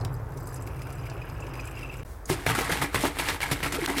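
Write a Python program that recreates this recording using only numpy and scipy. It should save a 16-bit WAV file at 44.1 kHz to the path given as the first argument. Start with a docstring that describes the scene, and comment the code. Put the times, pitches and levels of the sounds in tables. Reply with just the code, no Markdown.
"""A thin stream of water drums into a plastic bottle on a kitchen counter; bubbles ring more and more.
After a short pause the capped bottle is shaken about four times a second. At each end of the stroke
the water slaps the wall and breaks into bubbles and spray, and towards the end it gulps through the neck.
Drops are tiny clicks and bubbles are fading tones. The room adds a short echo and a low hum."""
import sys
import numpy as np
from scipy import signal
from scipy.fft import rfft, irfft, next_fast_len
from scipy.io import wavfile
from scipy.ndimage import uniform_filter1d

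SR = 44100
rng = np.random.default_rng(int(sys.argv[2]) if len(sys.argv) > 2 else 0)


def to_wav(s):
    """Save 16-bit WAV."""
    ch = np.atleast_2d(s).T  # columns
    pcm = np.round(np.clip(ch, -1, 1) * 32767)  # PCM
    wavfile.write(sys.argv[1], SR, pcm.astype(np.int16))


N = 176400  # 4 seconds
TIME = np.arange(N) / SR


def amp(db):
    """Turns decibels into a volume factor."""
    return 10 ** (np.asarray(db) / 20)


def unit(x):
    """Scales a sound to an average (rms) strength of 1."""
    return x / np.sqrt(np.mean(x ** 2) + 1e-20)


def along(points, hz):
    """Reads between the rows of a frequency table."""
    freqs, values = np.transpose(points)
    return np.interp(np.log(hz + 1), np.log(freqs + 1), values)


def level(rows):
    """Joins (seconds, dB) rows into a volume curve."""
    return amp(np.interp(TIME, *np.transpose(rows)))


def add(track, start_s, sound):
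    """Mixes a sound into a track."""
    i = int(start_s * SR)
    track[i:i + len(sound)] += sound[:max(len(track) - i, 0)]


def filtered(x, response):
    """Multiplies each frequency in a sound by response(hz)."""
    size = 2 * next_fast_len(len(x) // 2 + 4096)
    return irfft(rfft(x, size) * response(np.fft.rfftfreq(size, 1 / SR)), size)[:len(x)]


def colour(x, points):
    """Turns frequencies up or down by (Hz, dB) rows."""
    def response(hz):
        cepstrum = irfft(np.log(amp(along(points, hz))))
        # folded so the filter rings only after a hit
        cepstrum[1:len(cepstrum) // 2] *= 2
        cepstrum[len(cepstrum) // 2 + 1:] = 0
        return np.exp(rfft(cepstrum))
    return filtered(x, response)


def resonate(x, modes, direct=0):
    """Rings at each (Hz, width, dB) row; direct=1 keeps the plain sound too."""
    return filtered(x, lambda f: direct + sum(
        amp(db) * 1j * f * width / (hz * hz - f * f + 1j * f * width) for hz, width, db in modes))


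def band(x, lo_hz, hi_hz, order=3):
    """Keeps the sound between two frequencies."""
    sos = signal.butter(order, [lo_hz, min(hi_hz, .45 * SR)], 'band', fs=SR, output='sos')
    return signal.sosfilt(sos, x)


def linger(hits, fade_s):
    """Gives each hit a fading tail."""
    return signal.lfilter([1], [1, -np.exp(-1 / (fade_s * SR))], hits)


def burst(fade_s):
    """A puff of noise that dies away."""
    return rng.standard_normal(2048) * np.exp(-np.arange(2048) / SR / fade_s)


def drops(count, spread_db):
    """Tiny clicks of uneven size at random times."""
    when, strength, sign = rng.random((count, 3)).T
    size = amp(-spread_db * np.log(.02 + .98 * strength)) * np.sign(sign - .5)
    return unit(np.bincount((when * N).astype(int), size, N))


def bubbles(count, lo_hz, hi_hz, cycles, spread_db, rise=0.57):
    """Random tones; over `cycles` vibrations each fades 40 dB and climbs by the fraction `rise`."""
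    when, pitch, strength, sign = rng.random((count, 4)).T[:, :, None]
    hz = lo_hz * (hi_hz / lo_hz) ** pitch
    age = np.arange(min(int(cycles * SR / lo_hz), 2500))
    turns = hz * age / SR
    size = amp(-spread_db * np.log(.03 + .97 * strength)) * np.sign(sign - .5) * hz
    glide = 1 + rise * np.minimum(turns / cycles, 2) / 2
    tones = size * amp(-40 * turns / cycles) * np.sin(2 * np.pi * turns * glide)
    samples = (when * N).astype(int) + age
    return unit(np.bincount(samples.ravel(), tones.ravel(), N)[:N])


# How hard the stream drums. Each row: time in seconds, relative level in dB.
DRUM_LEVELS = [(0, -28), (.15, -32), (.35, -39.5), (.55, -37.5), (1.25, -36.5), (1.6, -40), (2.02, -40)]
# The note of the bottle's base. Each row: pitch in Hz, width in Hz, gain in dB.
BASE_NOTE = [(118.2, 21.4, 0)]
def drumming():
    """The steady stream keeps the base humming at a fairly even strength."""
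    ring = resonate(drops(2000, 0.99), BASE_NOTE)
    tone = signal.hilbert(unit(band(ring, 61.3, 151.6)))  # abs(tone) is its loudness
    evened = tone.real / np.sqrt(1.6 + abs(tone) ** 2)
    return amp(-1) * level(DRUM_LEVELS) * unit(evened)


# How loud the patter is. Each row: time in seconds, relative level in dB.
PATTER_LEVELS = [(0, -40.5), (.15, -48.5), (.6, -46), (1.35, -47.5), (1.48, -44.5), (1.7, -47), (2.02, -51)]
# Its dull tone. Each row: frequency in Hz, gain in dB.
PATTER_TONE = [(150, -36.5), (215, -5), (260, 1), (360, 3), (600, -5.5), (1000, -4.5), (1500, -8.5),
               (2100, -17.5), (3200, -34), (6000, -53)]
def patter():
    """Drops land on the water and stir up a few low bubbles."""
    grains = drops(5000, 2.9) + 0.28 * bubbles(1500, 259.4, 1947, cycles=21.4, spread_db=4)
    return amp(2) * level(PATTER_LEVELS) * unit(colour(grains, PATTER_TONE))


# The air in the open bottle. 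Each row: pitch in Hz, width in Hz, gain in dB.
AIR_NOTES = [(5000, 130, 8.5), (6000, 200, 3), (7670, 140, 5.5), (11550, 350, -4.5)]
# The bright tone of splashes. Each row: frequency in Hz, gain in dB.
SPLASH_TONE = [(2500, -10), (4000, 16), (5500, 10.5), (8200, 12.5), (10000, 14.5), (13000, 14), (16000, 12)]
def open_bottle(x):
    """Spray rings the air inside the open bottle."""
    return colour(resonate(x, AIR_NOTES, direct=1), SPLASH_TONE)


# How loud the fine splashes are. Each row: time in seconds, relative level in dB.
SPLASH_LEVELS = [(0, -48), (.1, -78), (.14, -46), (.2, -64), (.33, -59.5), (.4, -52), (.55, -48.5),
                 (.7, -53), (.92, -52), (1.2, -56), (1.5, -54.5), (1.67, -53.5), (1.9, -54), (2.02, -54)]
def splashes(spurts):
    """The stream spatters into high pings and spurts of hiss."""
    pings = bubbles(1700, 4800, 14000, cycles=60, spread_db=3.5, rise=0)
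    hiss = spurts * rng.standard_normal(N)
    return amp(-5) * level(SPLASH_LEVELS) * unit(open_bottle(pings + hiss))


# The room's background noise. Each row: frequency in Hz, gain in dB.
RUMBLE_TONE = [(20, -46.5), (35, -12), (50, -8.5), (70, 2.5), (100, -8), (160, -20), (500, -18.5),
               (700, -21.5), (1700, -27.5), (3000, -46), (7500, -49), (16000, -46.5)]
def room_tone(hum_hz=49.8):
    """Steady rumble and hiss with a wavering low hum."""
    drift = np.cumsum(rng.standard_normal(N)) * 5 / np.sqrt(SR)
    hum = unit(np.sin(2 * np.pi * hum_hz * TIME + drift))
    rumble = unit(colour(rng.standard_normal(N), RUMBLE_TONE))
    return amp(-43) * (rumble + hum)


# How long the room rings. Each row: frequency in Hz, seconds to fade by 60 dB.
ECHO_TIMES = [(150, .25), (1500, 0.33), (12000, 0.072)]
def kitchen_echo(x):
    """A short room echo, duller as it dies."""
    hz, t, noise = signal.stft(rng.standard_normal(SR // 2), SR, nperseg=256)
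    fade = amp(-60 * t / along(ECHO_TIMES, hz)[:, None])
    tail = signal.istft(noise * fade, SR, nperseg=256)[1]
    delayed = np.pad(x, (200, 0))
    return signal.fftconvolve(delayed, tail / np.linalg.norm(tail))[:N]


# Drops on the plastic. Each row: start in seconds, peak level in dB, pitch in Hz.
DROPLETS = [(0.011, -39, 4200), (0.3735, -43, 5820), (0.4728, -33.5, 8500), (0.5433, -34, 8370),
            (0.5614, -41, 6400), (0.622, -38, 7750), (0.82, -43, 5900), (0.9252, -39, 7950),
            (1.0983, -38, 5050), (1.2971, -44.5, 5000), (1.404, -41, 6900), (1.6089, -41, 5770),
            (1.6533, -38, 7830), (1.6727, -35.5, 7700), (1.711, -39, 8100), (1.9697, -41, 7650),
            (2.256, -31.5, 6500)]
def droplets():
    """Single droplets splash on the plastic and ring briefly."""
    out = np.zeros(N)
    for start, db, hz in DROPLETS:
        spatter = unit(open_bottle(band(burst(0.006), .8 * hz, 1.5 * hz, order=2)))
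        ping = unit(band(burst(0.005), .95 * hz, 1.05 * hz, order=1))
        tick = spatter + ping
        add(out, start, amp(db) * tick / abs(tick).max())
    return out


# Clicks as the pour begins and under the grip. Each row: start in seconds, peak level in dB.
PLASTIC_CLICKS = [(0.0488, -26), (3.8604, -15.5)]
# The hand on the bottle. Each row: time in seconds, level in dB.
HAND_LEVELS = [(2.03, -87), (2.05, -59.5), (2.12, -57), (2.25, -72), (2.275, -53), (2.3, -37), (2.35, -73)]
def handling():
    """The plastic clicks as it flexes; a hand brushes it as the bottle is lifted."""
    out = level(HAND_LEVELS) * unit(band(rng.standard_normal(N), 3500, 16000, order=1))
    for start, db in PLASTIC_CLICKS:
        click = band(burst(0.003), 1300, 5500, order=1)
        add(out, start, amp(db) * click / abs(click).max())
    return out


# The growing ring of bubbles. Each row: time in seconds, level in dB.
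RINGING_LEVELS = [(0.45, -72), (.6, -58.5), (1.05, -53.5), (1.2, -52.5), (1.35, -54), (1.58, -50.5),
                  (1.86, -49.5), (2.03, -52.5)]
# Their notes in the open bottle. Each row: pitch in Hz, width in Hz, gain in dB.
BUBBLE_NOTES = [(2610, 96, -7), (2350, 290, 8), (4930, 79, 2)]
def ringing(spurts):
    """The stream traps air, which rings as a crowd of small bubbles."""
    chirps = bubbles(1500, 2350, 2850, cycles=22, spread_db=2, rise=.04)
    trapped_air = unit(resonate(spurts * rng.standard_normal(N), BUBBLE_NOTES))
    return level(RINGING_LEVELS) * unit(chirps + trapped_air)


# The pour's clearest bubbles. Each row: start in seconds, relative level in dB, pitch in Hz.
CLEAR_BUBBLES = [(1.2167, -32.5, 2480), (1.423, -33.5, 2660), (1.5934, -28, 2500), (1.676, -36, 2520),
                 (1.7704, -32, 2700), (1.828, -30, 2680), (1.846, -30, 2660), (1.8971, -29, 2640)]
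def plinks(swell_s=0.0029, rise_per_s=2.3):
    """Single bubbles swell quickly, then fade while their pitch climbs a little."""
    out, t = np.zeros(N), np.arange(2048) / SR
    swell = t / swell_s * np.exp(1 - t / swell_s)
    glide = 1 + rise_per_s * (t / 2 - swell_s)
    for start, db, hz in CLEAR_BUBBLES:
        add(out, start, amp(db - 4) * swell * np.sin(2 * np.pi * hz * t * glide))
    return out


# The notes of the capped bottle. Each row: pitch in Hz, width in Hz, gain in dB.
CAPPED_NOTES = [(286.8, 9.7, 1), (361, 21, 2), (469, 37, -11), (845, 62, -13), (1310, 190, -12),
                (1630, 34, -5), (2066, 440, -5)]
def capped_bottle(x):
    """The shut bottle adds its own ring to a sound inside it."""
    return resonate(x, CAPPED_NOTES, direct=1)


# Water hits an end of the bottle. Each row: start in seconds, hold time in seconds,
# then relative levels in dB for thump, gurgle, froth and spray (layers 0 to 3).
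SLOSH_HITS = [(2.296, 0.033, -28, -31, -38, -33), (2.463, 0.048, -27, -30.5, -28.5, -32),
              (2.55, 0.0072, -38, -26.5, -28, -31), (2.57, 0.043, -43, -30, -31, -33.5),
              (2.693, 0.016, -47, -27.5, -29.5, -35.5), (2.716, 0.014, -28, -40, -28.5, -29.5),
              (2.814, 0.024, -33, -28.5, -27, -33), (2.944, 0.018, -30, -31, -26.5, -30.5),
              (3.006, 0.039, -39, -41, -37, -33), (3.04, 0.039, -37, -28.5, -32.5, -34.5),
              (3.187, 0.016, -38, -52, -29, -29.5), (3.278, 0.027, -50, -40, -30.5, -34.5),
              (3.415, 0.014, -43, -50, -32, -34.5), (3.425, 0.0079, -33, -47, -29.5, -32),
              (3.513, 0.012, -27, -26, -30.5, -28), (3.63, 0.038, -36, -33, -29.5, -34.5),
              (3.721, 0.039, -46, -30, -33, -36.5), (3.87, 0.035, -56, -28.5, -34, -39),
              (3.967, 0.034, -57, -34, -32, -33)]
# Water running between hits. 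Each row: time in seconds, relative level in dB.
CHURN_LEVELS = [(2.26, -84), (2.295, -38), (2.35, -40.5), (2.45, -45), (2.53, -35), (2.77, -33.5),
                (2.86, -37.5), (2.905, -47.5), (2.97, -30), (3.09, -43), (3.15, -42.5), (3.22, -33.5),
                (3.34, -33.5), (3.39, -46.5), (3.46, -35.5), (3.61, -41), (3.78, -40), (3.85, -33),
                (3.95, -37.5)]
def surge(layer, fall_s, churn_db, rise_s=0.00059):
    """One layer's volume curve: each slosh rises, holds and falls back into the churning."""
    volume = amp(churn_db) * level(CHURN_LEVELS)
    for start, hold, *layer_db in SLOSH_HITS:
        age = TIME - start
        shape = np.exp(np.minimum(age, 0) / rise_s - np.maximum(age - hold, 0) / fall_s)
        volume = np.maximum(volume, amp(layer_db[layer]) * shape)
    return volume


def shifting_air(x, depth_db=1.8):
    """The air space changes shape as the water moves, so pitches come and go at random."""
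    spectrum = signal.stft(x, nperseg=512)[2]
    wander = rng.standard_normal(spectrum.shape)
    for axis in (0, 1, 0, 1):
        wander = uniform_filter1d(wander, size=4, axis=axis)
    gain = amp(depth_db * np.clip(unit(wander), -2, 2))
    return signal.istft(spectrum * unit(gain), nperseg=512)[1][:N]


# The tone of shaken water. Each row: frequency in Hz, gain in dB.
SLOSH_TONE = [(88, -41.5), (150, -4.5), (244, -20), (291, -9), (328, -15), (466, -13), (524, -21.5),
              (702, -5), (837, -0.5), (1170, -6), (2180, -7.5), (3040, -16), (6640, -24), (8070, -21),
              (11000, -23), (15100, -29.5), (16000, -52)]
def sloshing():
    """Water thumps the wall and lands in uneven lumps, breaking into bubbles and spray."""
    landings = 1. * (rng.random(N) < 110 / SR)  # about 110 a second
    lumps = unit(np.sqrt(2.05 + 2 * linger(landings, 0.0058)))

    def shaken(grains, lo_hz, hi_hz, volume):
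        def inside(x):
            return capped_bottle(band(colour(x, SLOSH_TONE), lo_hz, hi_hz))
        return inside(grains * volume * lumps) / np.std(inside(grains))

    thump = unit(band(drops(1500, 1.2), 81, 160)) * surge(0, fall_s=0.015, churn_db=-7.5)
    big = bubbles(2200, 175, 930, cycles=8.1, spread_db=2.3)
    gurgle = shaken(big, 188, 572, surge(1, fall_s=0.012, churn_db=-3))
    small = bubbles(3000, 678, 4280, cycles=12.4, spread_db=2) + 0.54 * drops(4000, 1.4)
    froth = shaken(small, 857, 5100, surge(2, fall_s=0.012, churn_db=-1.9))
    tiny = bubbles(5000, 2700, 14100, cycles=53, spread_db=1.4, rise=0) + 1.9 * drops(12000, 0.65)
    spray = shaken(tiny, 2900, 18000, surge(3, fall_s=0.017, churn_db=-5.5))
    return amp(-1.5) * thump + amp(-2) * gurgle + shifting_air(froth) + spray


# Hard slaps. Each row: start in seconds, relative level in dB, brightness in Hz.
WALL_SLAPS = [(2.3002, -8.5, 1030), (2.4653, -6.5, 1370), (2.499, -12, 1580), (2.589, -8, 1400),
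              (2.61, -12.5, 1580), (2.724, -11, 2800), (2.8172, -24, 1700), (2.9458, -9, 1500),
              (2.991, -24, 1910), (3.054, -10.5, 1660), (3.17, -19, 1490), (3.197, -12.5, 1910),
              (3.287, -8.5, 3160), (3.2995, -13, 2840), (3.405, -14.5, 2430), (3.431, -14.5, 3020),
              (3.517, -14, 2210), (3.605, -18.5, 1940), (3.6289, -17.5, 2720), (3.6609, -16.5, 1700),
              (3.724, -16.5, 6700), (3.983, -11, 3060)]
def slaps():
    """A lump of water pushes the wall once and cracks against it."""
    out, t = np.zeros(N), np.arange(2048) / SR
    for start, db, hz in WALL_SLAPS:
        age = t * hz * 3.15
        push = age * (2 - age) * np.exp(-age)
        crack = 0.21 * band(burst(0.0091), 210, 1.61 * hz) + 0.058 * burst(0.0029)
        slap = capped_bottle(push + crack)
        add(out, start, amp(db - 1.5) * slap / abs(slap).max())
    return out


# Short swelling tones. 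Each row: start in seconds, pitch in Hz, relative level in dB, length in seconds.
GULPS_AND_THUMPS = [(2.301, 379.5, -19, 0.071), (2.5, 120, -24.5, 0.15), (2.579, 295, -18.5, 0.027),
                    (2.693, 465, -19.5, 0.014), (2.951, 110, -26.5, 0.085), (3.429, 2240, -13, 0.012),
                    (3.74, 367, -20, 0.013), (3.784, 450, -19, 0.029), (3.819, 338, -20.5, 0.045),
                    (3.878, 290.7, -22.5, 0.093), (3.966, 292, -21.5, 0.029)]
def gulps_and_thumps(rise=0.015):
    """Gulps, one small high bubble and two low ringing thumps of the bottle, each rising a little."""
    out = np.zeros(N)
    for start, hz, db, length in GULPS_AND_THUMPS:
        t = np.arange(int(3 * length * SR)) / SR
        age = t / (0.19 * length)  # 1 at the loudest point
        swell = age ** 2 * np.exp(2 - 2 * age)
        glide = 1 + rise * (t / length - 1) / 2
        add(out, start, amp(db - 4) * swell * np.sin(2 * np.pi * hz * t * glide))
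    return out


# The bottle's hollow body. Each row: pitch in Hz, width in Hz, gain in dB.
BODY_NOTES = [(288, 61, -5), (607, 61, -4.5), (874, 62, -3)]
def knock(start_s=3.038, peak_db=-11.5):
    """Most of the water lands on the base at once with a hollow knock."""
    out, t = np.zeros(N), np.arange(8192) / SR
    push = np.exp(-np.minimum(t / 0.00066, 20))
    ring = resonate(push, BODY_NOTES)
    add(out, start_s, amp(peak_db) * ring / abs(ring).max())
    return out


POUR_END_S = 2.034
def scene():
    """Pouring, then shaking, close by in a small kitchen."""
    pour = patter()
    spurts = unit(np.sqrt(linger(drops(420, 6) ** 2, 0.0028)))  # the stream's uneven strength
    pour += splashes(spurts) + ringing(spurts) + drumming() + plinks()
    pour *= TIME < POUR_END_S
    water = pour + droplets() + handling() + sloshing() + slaps() + knock() + gulps_and_thumps()
    return (water + amp(-13) * kitchen_echo(water) + room_tone())[None]


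def record(dry, resume_s=2.049, dip_s=3.8695, top_hz=16100):
    """The sound drops out after the pour and dips briefly near the end; the highest treble is cut."""
    gate = uniform_filter1d(1. * ((TIME < POUR_END_S) | (TIME > resume_s)), size=90)
    dip = 1 - np.exp(-((TIME - dip_s) / .005) ** 2)
    return filtered(dry[0] * gate * dip, lambda hz: hz < top_hz)[None]


dry = scene()
out = record(dry)
to_wav(out)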